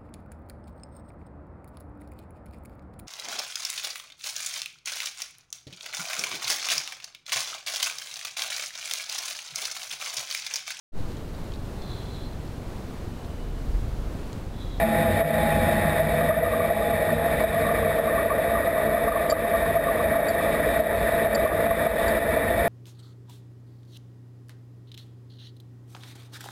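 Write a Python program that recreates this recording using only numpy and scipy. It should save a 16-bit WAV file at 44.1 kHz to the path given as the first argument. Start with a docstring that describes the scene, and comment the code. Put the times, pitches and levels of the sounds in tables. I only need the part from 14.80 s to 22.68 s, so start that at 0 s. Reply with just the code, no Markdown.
"""Engine and slipstream roar in the closed cockpit of a climbing jet.
The noise rings the cabin and the sealed housing of a small camera; the drone surges, the level dips.
Panels hum, an air moan sinks, a shaft whine fades, a loose part knocks and squeaks.
The camera trims loud swells, samples slowly and holds each value: the sound mirrors around that rate."""
import sys
import numpy as np
from scipy import signal
from scipy.fft import rfft, irfft
from scipy.io import wavfile
from scipy.ndimage import uniform_filter1d

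SR = 44100
rng = np.random.default_rng(int(sys.argv[2]) if len(sys.argv) > 2 else 0)


def int16_out(signal):
    """Quantize to a 16-bit WAV file."""
    q = np.round(np.clip(np.atleast_2d(signal).T, -1, 1) * 32767)
    wavfile.write(sys.argv[1], SR, q.astype(np.int16))


N = 347508
T = np.arange(N) / SR

# cabin and housing resonances: (frequency [Hz], skirt width [Hz], relative density [dB])
CABIN_MODES = [(59.5, 15.4, -52.5), (41, 18, -63), (94.6, 13.2, -54.5), (157.9, 19.4, -55.5),
               (219.8, 26.6, -54), (284.8, 25.4, -55.5), (336, 33, -57), (459.7, 73.5, -51.5),
               (513, 21.5, -51.5), (571, 41, -50.5), (632.4, 27, -45.5), (672.7, 22.2, -42.5),
               (842, 78, -61), (1184, 76, -69.5), (1370, 13, -74), (1478, 19, -63), (1632, 146, -65.5),
               (1804, 120, -57.5), (1913, 67, -59), (1980, 193, -64)]
HOUSING_MODES = [(2261, 23, -59.5), (2348, 80, -63.5), (2510, 37, -67), (2575, 22, -69.5),
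                 (2683, 94, -76.5), (2760, 17, -78.5), (3103, 160, -79.5), (3190, 22, -77.5),
                 (3410, 54, -73.5), (3507, 41, -68.5), (3660, 83, -70), (3786, 43, -67), (3990, 68, -78.5),
                 (4180, 93, -83.5), (4380, 28, -77.5), (4420, 100, -87.5), (4880, 51, -83),
                 (5040, 89, -87.5), (5150, 30, -83.5), (5360, 121, -91), (5490, 41, -92.5),
                 (5700, 31, -104)]
# noise between the resonances: (frequency [Hz], relative density [dB])
NOISE_FLOOR = [(20, -92), (120, -70), (380, -76), (750, -74.5), (1000, -66), (1380, -68), (2150, -89),
               (2900, -85), (3300, -89.5), (4050, -91), (4600, -89.5), (5200, -92), (5990, -100.3)]
# roar bands: buffet, airframe rumble, slipstream hum, cabin drone, canopy rush, housing hiss
# (calm level at start [dB], shaking share [dB/dB], growth with airspeed [dB/s])
ROAR_BANDS = [(-39.5, 0.73, 0.46), (-39, 1, 0.06), (-35, 0.02, 0.83), (-26, -0.0345, -0.06),
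              (-35, 0.41, 0.47), (-44.5, 0.7253, 0.4862)]
# borders between the bands: (frequency [Hz])
BAND_EDGES_HZ = [125, 260, 590, 750, 2100]
# airframe shaking: (time [s], level above calm [dB])
AIRFRAME_SHAKING = [(0, 12), (.45, 9), (.9, 12), (1.35, 8), (1.8, 2.5), (2.3, 4.5), (2.7, 8), (3.2, 2),
                    (3.6, 0), (4.5, 2), (5.3, 2.5), (5.8, 3.5), (6.5, 2.5), (7.3, 4), (7.88, 4)]
# sudden level drops: (time [s], depth [dB])
LEVEL_DIPS = [(0.04, 4), (0.422, 6.5), (1.205, 3.5), (1.511, 3.5), (2.647, 4.5), (4.295, 4.5), (4.53, 0.5),
              (4.745, 0.5), (4.973, 3), (5.371, 3), (6.009, 4.5), (6.467, 2.5), (6.663, 4), (6.869, 2.5),
              (7.073, 5.5), (7.389, 6.5)]
# panel hums: (frequency [Hz], width [Hz], relative level [dB])
PANEL_MODES = [(91.3, 9.2, -41), (156.6, 3.05, -36.5), (220.8, 8.5, -42), (337.7, 20, -45)]
# shaft whine, two spells: (time [s], level [dB])
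WHINE_ENVELOPE = [(0, -31), (.35, -31), (.46, -34), (.6, -29.5), (1.1, -31.5), (1.7, -52), (1.95, -35),
                  (2.45, -38), (2.9, -59)]
# louder knocks of the loose part: (time [s], peak [dB], pitch [Hz])
LOUD_KNOCKS = [(1.412, -25.5, 1176), (1.51, -22, 1200), (1.663, -22.5, 1201), (1.738, -21.5, 1160),
               (1.808, -23, 1150), (2.854, -25, 1140), (2.89, -28, 1145), (3.033, -25, 1156),
               (3.279, -27, 1120), (3.383, -23.5, 1150), (3.508, -20, 1120), (3.52, -25, 1150),
               (3.756, -21.5, 1174), (3.774, -24, 1127), (3.973, -27, 1138), (4.173, -24, 1180),
               (4.283, -18.9, 1140), (4.321, -20, 1180), (4.364, -19.5, 1113), (4.527, -19.5, 1199),
               (4.751, -22, 1168), (4.86, -25.5, 1080), (4.971, -23, 1195), (5.073, -22, 1171),
               (5.088, -19, 1130), (5.203, -23, 1125), (6.573, -28, 1200), (6.663, -19.5, 1125),
               (6.72, -26, 1190), (6.866, -28, 1120), (6.913, -23, 1120), (7.068, -25, 1219),
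               (7.249, -28, 1170)]
# lighter rattling: (start [s], end [s], blow rate [1/s])
RATTLE_SPELLS = [(1.4, 2.3, 10), (2.5, 5.95, 22), (6.35, 7.4, 14)]
# joint squeaks: (time [s], level [dB], pitch [Hz], rise [s], fall [s])
JOINT_SQUEAKS = [(3.823, -55, 4650, .002, 0.0064), (4.499, -26.5, 4660, 0.0011, 0.01),
                 (4.506, -32, 4590, 0.0052, 0.0049), (5.484, -29, 4640, 0.0011, 0.006),
                 (5.502, -43, 4600, .001, .006), (6.543, -27, 4620, 0.011, 0.0031),
                 (7.279, -38, 4650, .002, 0.01)]
# tones of one squeak: (pitch ratio [1], relative level [dB])
SQUEAK_TONES = [(.68, -20), (.89, -22), (1, 2), (1.11, -13), (1.17, -16)]


def gain_of(db):
    """Decibels to an amplitude factor."""
    return 10 ** (np.asarray(db) / 20)


def unit_rms(x):
    """Scales to rms 1."""
    return x / np.sqrt(np.mean(x ** 2) + 1e-20)


def add(mix, start_s, sound):
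    """Mixes a short sound in at start_s."""
    part = mix[round(start_s * SR):][:len(sound)]
    part += sound[:len(part)]


def wander(rate_hz):
    """Low-passed noise, rms 1."""
    lowpass = signal.butter(2, rate_hz, fs=SR, output="sos")
    return unit_rms(signal.sosfilt(lowpass, rng.standard_normal(N)))


def narrow_noise(hz, width_hz):
    """Noise in one narrow resonance: a tone of drifting strength and phase, rms 1."""
    phase = 2 * np.pi * np.cumsum(hz * np.ones(N)) / SR
    return wander(width_hz / 2) * np.cos(phase) + wander(width_hz / 2) * np.sin(phase)


def ring(hz, rise_s, fall_s, glide_per_s=0., bluntness=1.):
    """Short tone, soft attack; exponential decay, rounder as bluntness grows."""
    t = np.arange(round(.06 * SR)) / SR
    attack = np.sin(np.pi / 2 * np.minimum(t / rise_s, 1)) ** 2
    decay = np.exp(-(np.maximum(t - rise_s, 0) / fall_s) ** bluntness)
    cycles = hz * t * (1 + glide_per_s * (t - 2 * rise_s))
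    return attack * decay * np.sin(2 * np.pi * (cycles + rng.random()))


def steadied(x, span_s=.08, strength=.85):
    """Levels slow swells, keeps quick flutter."""
    slow_power = uniform_filter1d(x ** 2, round(span_s * SR))
    slow_power = uniform_filter1d(slow_power, round(span_s * SR / 2))
    return unit_rms(x / (abs(slow_power) + 1e-20) ** (strength / 2))


def shaking_db():
    """Airframe shaking per sample."""
    return np.interp(T, *np.transpose(AIRFRAME_SHAKING))


def dip_gain(fall_s=.018, recovery_s=.1):
    """The level drops quickly and recovers exponentially."""
    kicks_db = np.zeros(N)
    for time_s, depth_db in LEVEL_DIPS:
        kicks_db[round(time_s * SR)] = depth_db
    drop_db = signal.lfilter([1], [1, -np.exp(-1 / (recovery_s * SR))], kicks_db)
    return gain_of(.5 - uniform_filter1d(drop_db, round(fall_s * SR)))


def joint_squeaks():
    """A rubbed joint rings unevenly on one strong and four weak tones."""
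    out = np.zeros(N)
    for time_s, db, hz, rise_s, fall_s in JOINT_SQUEAKS:
        for ratio, tone_db in SQUEAK_TONES:
            add(out, time_s, gain_of(db + tone_db) * ring(hz * ratio, rise_s, fall_s))
    return out * gain_of(3.3 * wander(300))


def loose_part_knocks(rattle_db=-33.5, rattle_hz=1124, faint_count=300):
    """Soft blows ring a damped part: rising pitch, weak overtone. Faint taps fall at random."""
    out, rattle = np.zeros(N), []
    for start_s, end_s, rate_per_s in RATTLE_SPELLS:
        span_s = end_s - start_s
        when, size, pitch = rng.random((round(rate_per_s * span_s), 3)).T
        rattle += zip(start_s + span_s * when, rattle_db + 5.5 * size, rattle_hz + 75 * pitch)
    for peak_s, db, hz in LOUD_KNOCKS + rattle:
        add(out, peak_s - .006, gain_of(db) * ring(hz, .006, .008, glide_per_s=3., bluntness=1.6))
        add(out, peak_s - .004, gain_of(db - 28) * ring(2.4 * hz, .0033, .0028))
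    for when, size, pitch in rng.random((faint_count, 3)):
        tap = ring(1090 + 130 * pitch, .0051, .0048, glide_per_s=6.3, bluntness=1.8)
        add(out, 1.3 + 6.3 * when, gain_of(-40.5 + 4.8 * size) * tap)
    return out


def shaft_whine(shaft_hz=826):
    """A sine on the slightly wavering shaft speed."""
    turns = np.cumsum(shaft_hz + 1.46 * wander(5.1)) / SR
    rms_db = np.interp(T, *np.transpose(WHINE_ENVELOPE)) + 1.7 * wander(2.7)
    return np.sqrt(2) * gain_of(rms_db) * np.sin(2 * np.pi * turns)


def air_moan(top_hz=512, sink_hz=58, mid_s=1.9, slide_s=.9, hold_s=2.9, fade_db_per_s=17):
    """An air moan sinks along an S curve during the climb, then fades."""
    hz = top_hz - sink_hz / (1 + np.exp(2 * (mid_s - T) / slide_s))
    level_db = -35 - fade_db_per_s * np.maximum(T - hold_s, 0)
    return gain_of(level_db) * narrow_noise(hz, width_hz=10.8)


def panel_hums(calm_db=-10, shaking_share=1.52, fade_db_per_s=1.2):
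    """Shaken airframe panels hum in narrow resonances and slowly fade."""
    hums = sum(gain_of(db) * narrow_noise(hz, width_hz) for hz, width_hz, db in PANEL_MODES)
    return hums * gain_of(calm_db + shaking_share * shaking_db() - fade_db_per_s * T)


def drone_surges():
    """The main cabin resonance swells briefly ahead of each dip."""
    out = np.zeros(N)
    for dip_s, _ in LEVEL_DIPS:
        add(out, dip_s - .021, gain_of(-14) * ring(630 + 50 * rng.random(), .02, .0074))
    return out


def cockpit_roar(throb_hz=30, flicker_hz=15.3, lull_s=2.1, lull_width_s=.35, lull_db=2.5):
    """Engine and slipstream noise rings cabin and housing; six bands follow shaking and airspeed."""
    hz = np.fft.rfftfreq(N, 1 / SR)
    floor_hz, floor_db = np.transpose(NOISE_FLOOR)
    power = gain_of(2 * np.interp(np.log(hz + 1), np.log(floor_hz), floor_db))
    power *= (hz > 15) & (hz < 6000)
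    for mode_hz, width_hz, db in CABIN_MODES + HOUSING_MODES:
        power += gain_of(2 * db) / (1 + ((hz - mode_hz) / width_hz) ** 2) ** 3
    spectrum = rfft(rng.standard_normal(N)) * np.sqrt(power)
    lowpasses = [0] + [1 / (1 + (hz / edge_hz) ** 16) for edge_hz in BAND_EDGES_HZ] + [1]
    bands = [unit_rms(irfft(spectrum * (upper - lower), N)) * dip_gain()
             for lower, upper in zip(lowpasses, lowpasses[1:])]
    drone, canopy_rush = 3, 4
    throb = unit_rms(gain_of(2.2 * narrow_noise(throb_hz, width_hz=16)))
    bands[drone] = steadied(bands[drone]) * throb
    bands[canopy_rush] *= gain_of(-lull_db * np.exp(-((T - lull_s) / lull_width_s) ** 2))
    out = np.zeros(N)
    for band, (calm_db, shaking_share, growth_db_per_s) in zip(bands, ROAR_BANDS):
        level_db = calm_db + shaking_share * shaking_db() + growth_db_per_s * T
        out += band * gain_of(level_db + wander(flicker_hz))
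    return out


def scene():
    """Roar plus the smaller sources, which dip with it; mono."""
    roar = cockpit_roar()
    tones = panel_hums() + air_moan() + drone_surges() + shaft_whine()
    loose_part = loose_part_knocks() + joint_squeaks()
    return (roar + (tones + loose_part) * dip_gain())[None]


def record(dry, threshold_db=-20.5, release_db_per_s=29.4, hold_hz=12000, step_hz=48000, cutoff_hz=15200):
    """Gain control trims swells; slow sampling mirrors the sound; the hold weights the mirrors."""
    power_db = 10 * np.log10(abs(uniform_filter1d(dry[0] ** 2, 300)) + 1e-12)
    release_db = release_db_per_s * T
    peak_db = np.maximum.accumulate(power_db + release_db) - release_db
    over_db = np.maximum(peak_db - threshold_db, 0)
    trim_db = .47 * signal.lfilter(np.ones(300) / 300, 1, over_db)  # 7 ms attack
    hz = np.fft.rfftfreq(N, 1 / SR)
    sampled = irfft(rfft(dry / gain_of(trim_db)) * (hz < hold_hz / 2), N)
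    mirrored = sampled * (1 + 2 * np.cos(2 * np.pi * hold_hz * T))
    held = irfft(rfft(mirrored) * np.sinc(hz / hold_hz) / np.sinc(hz / step_hz), N)
    lowpass = signal.firwin(1023, cutoff_hz, window=("kaiser", 10), fs=SR)
    return signal.oaconvolve(held, lowpass[None], "same")


dry = scene()
out = record(dry)
int16_out(out)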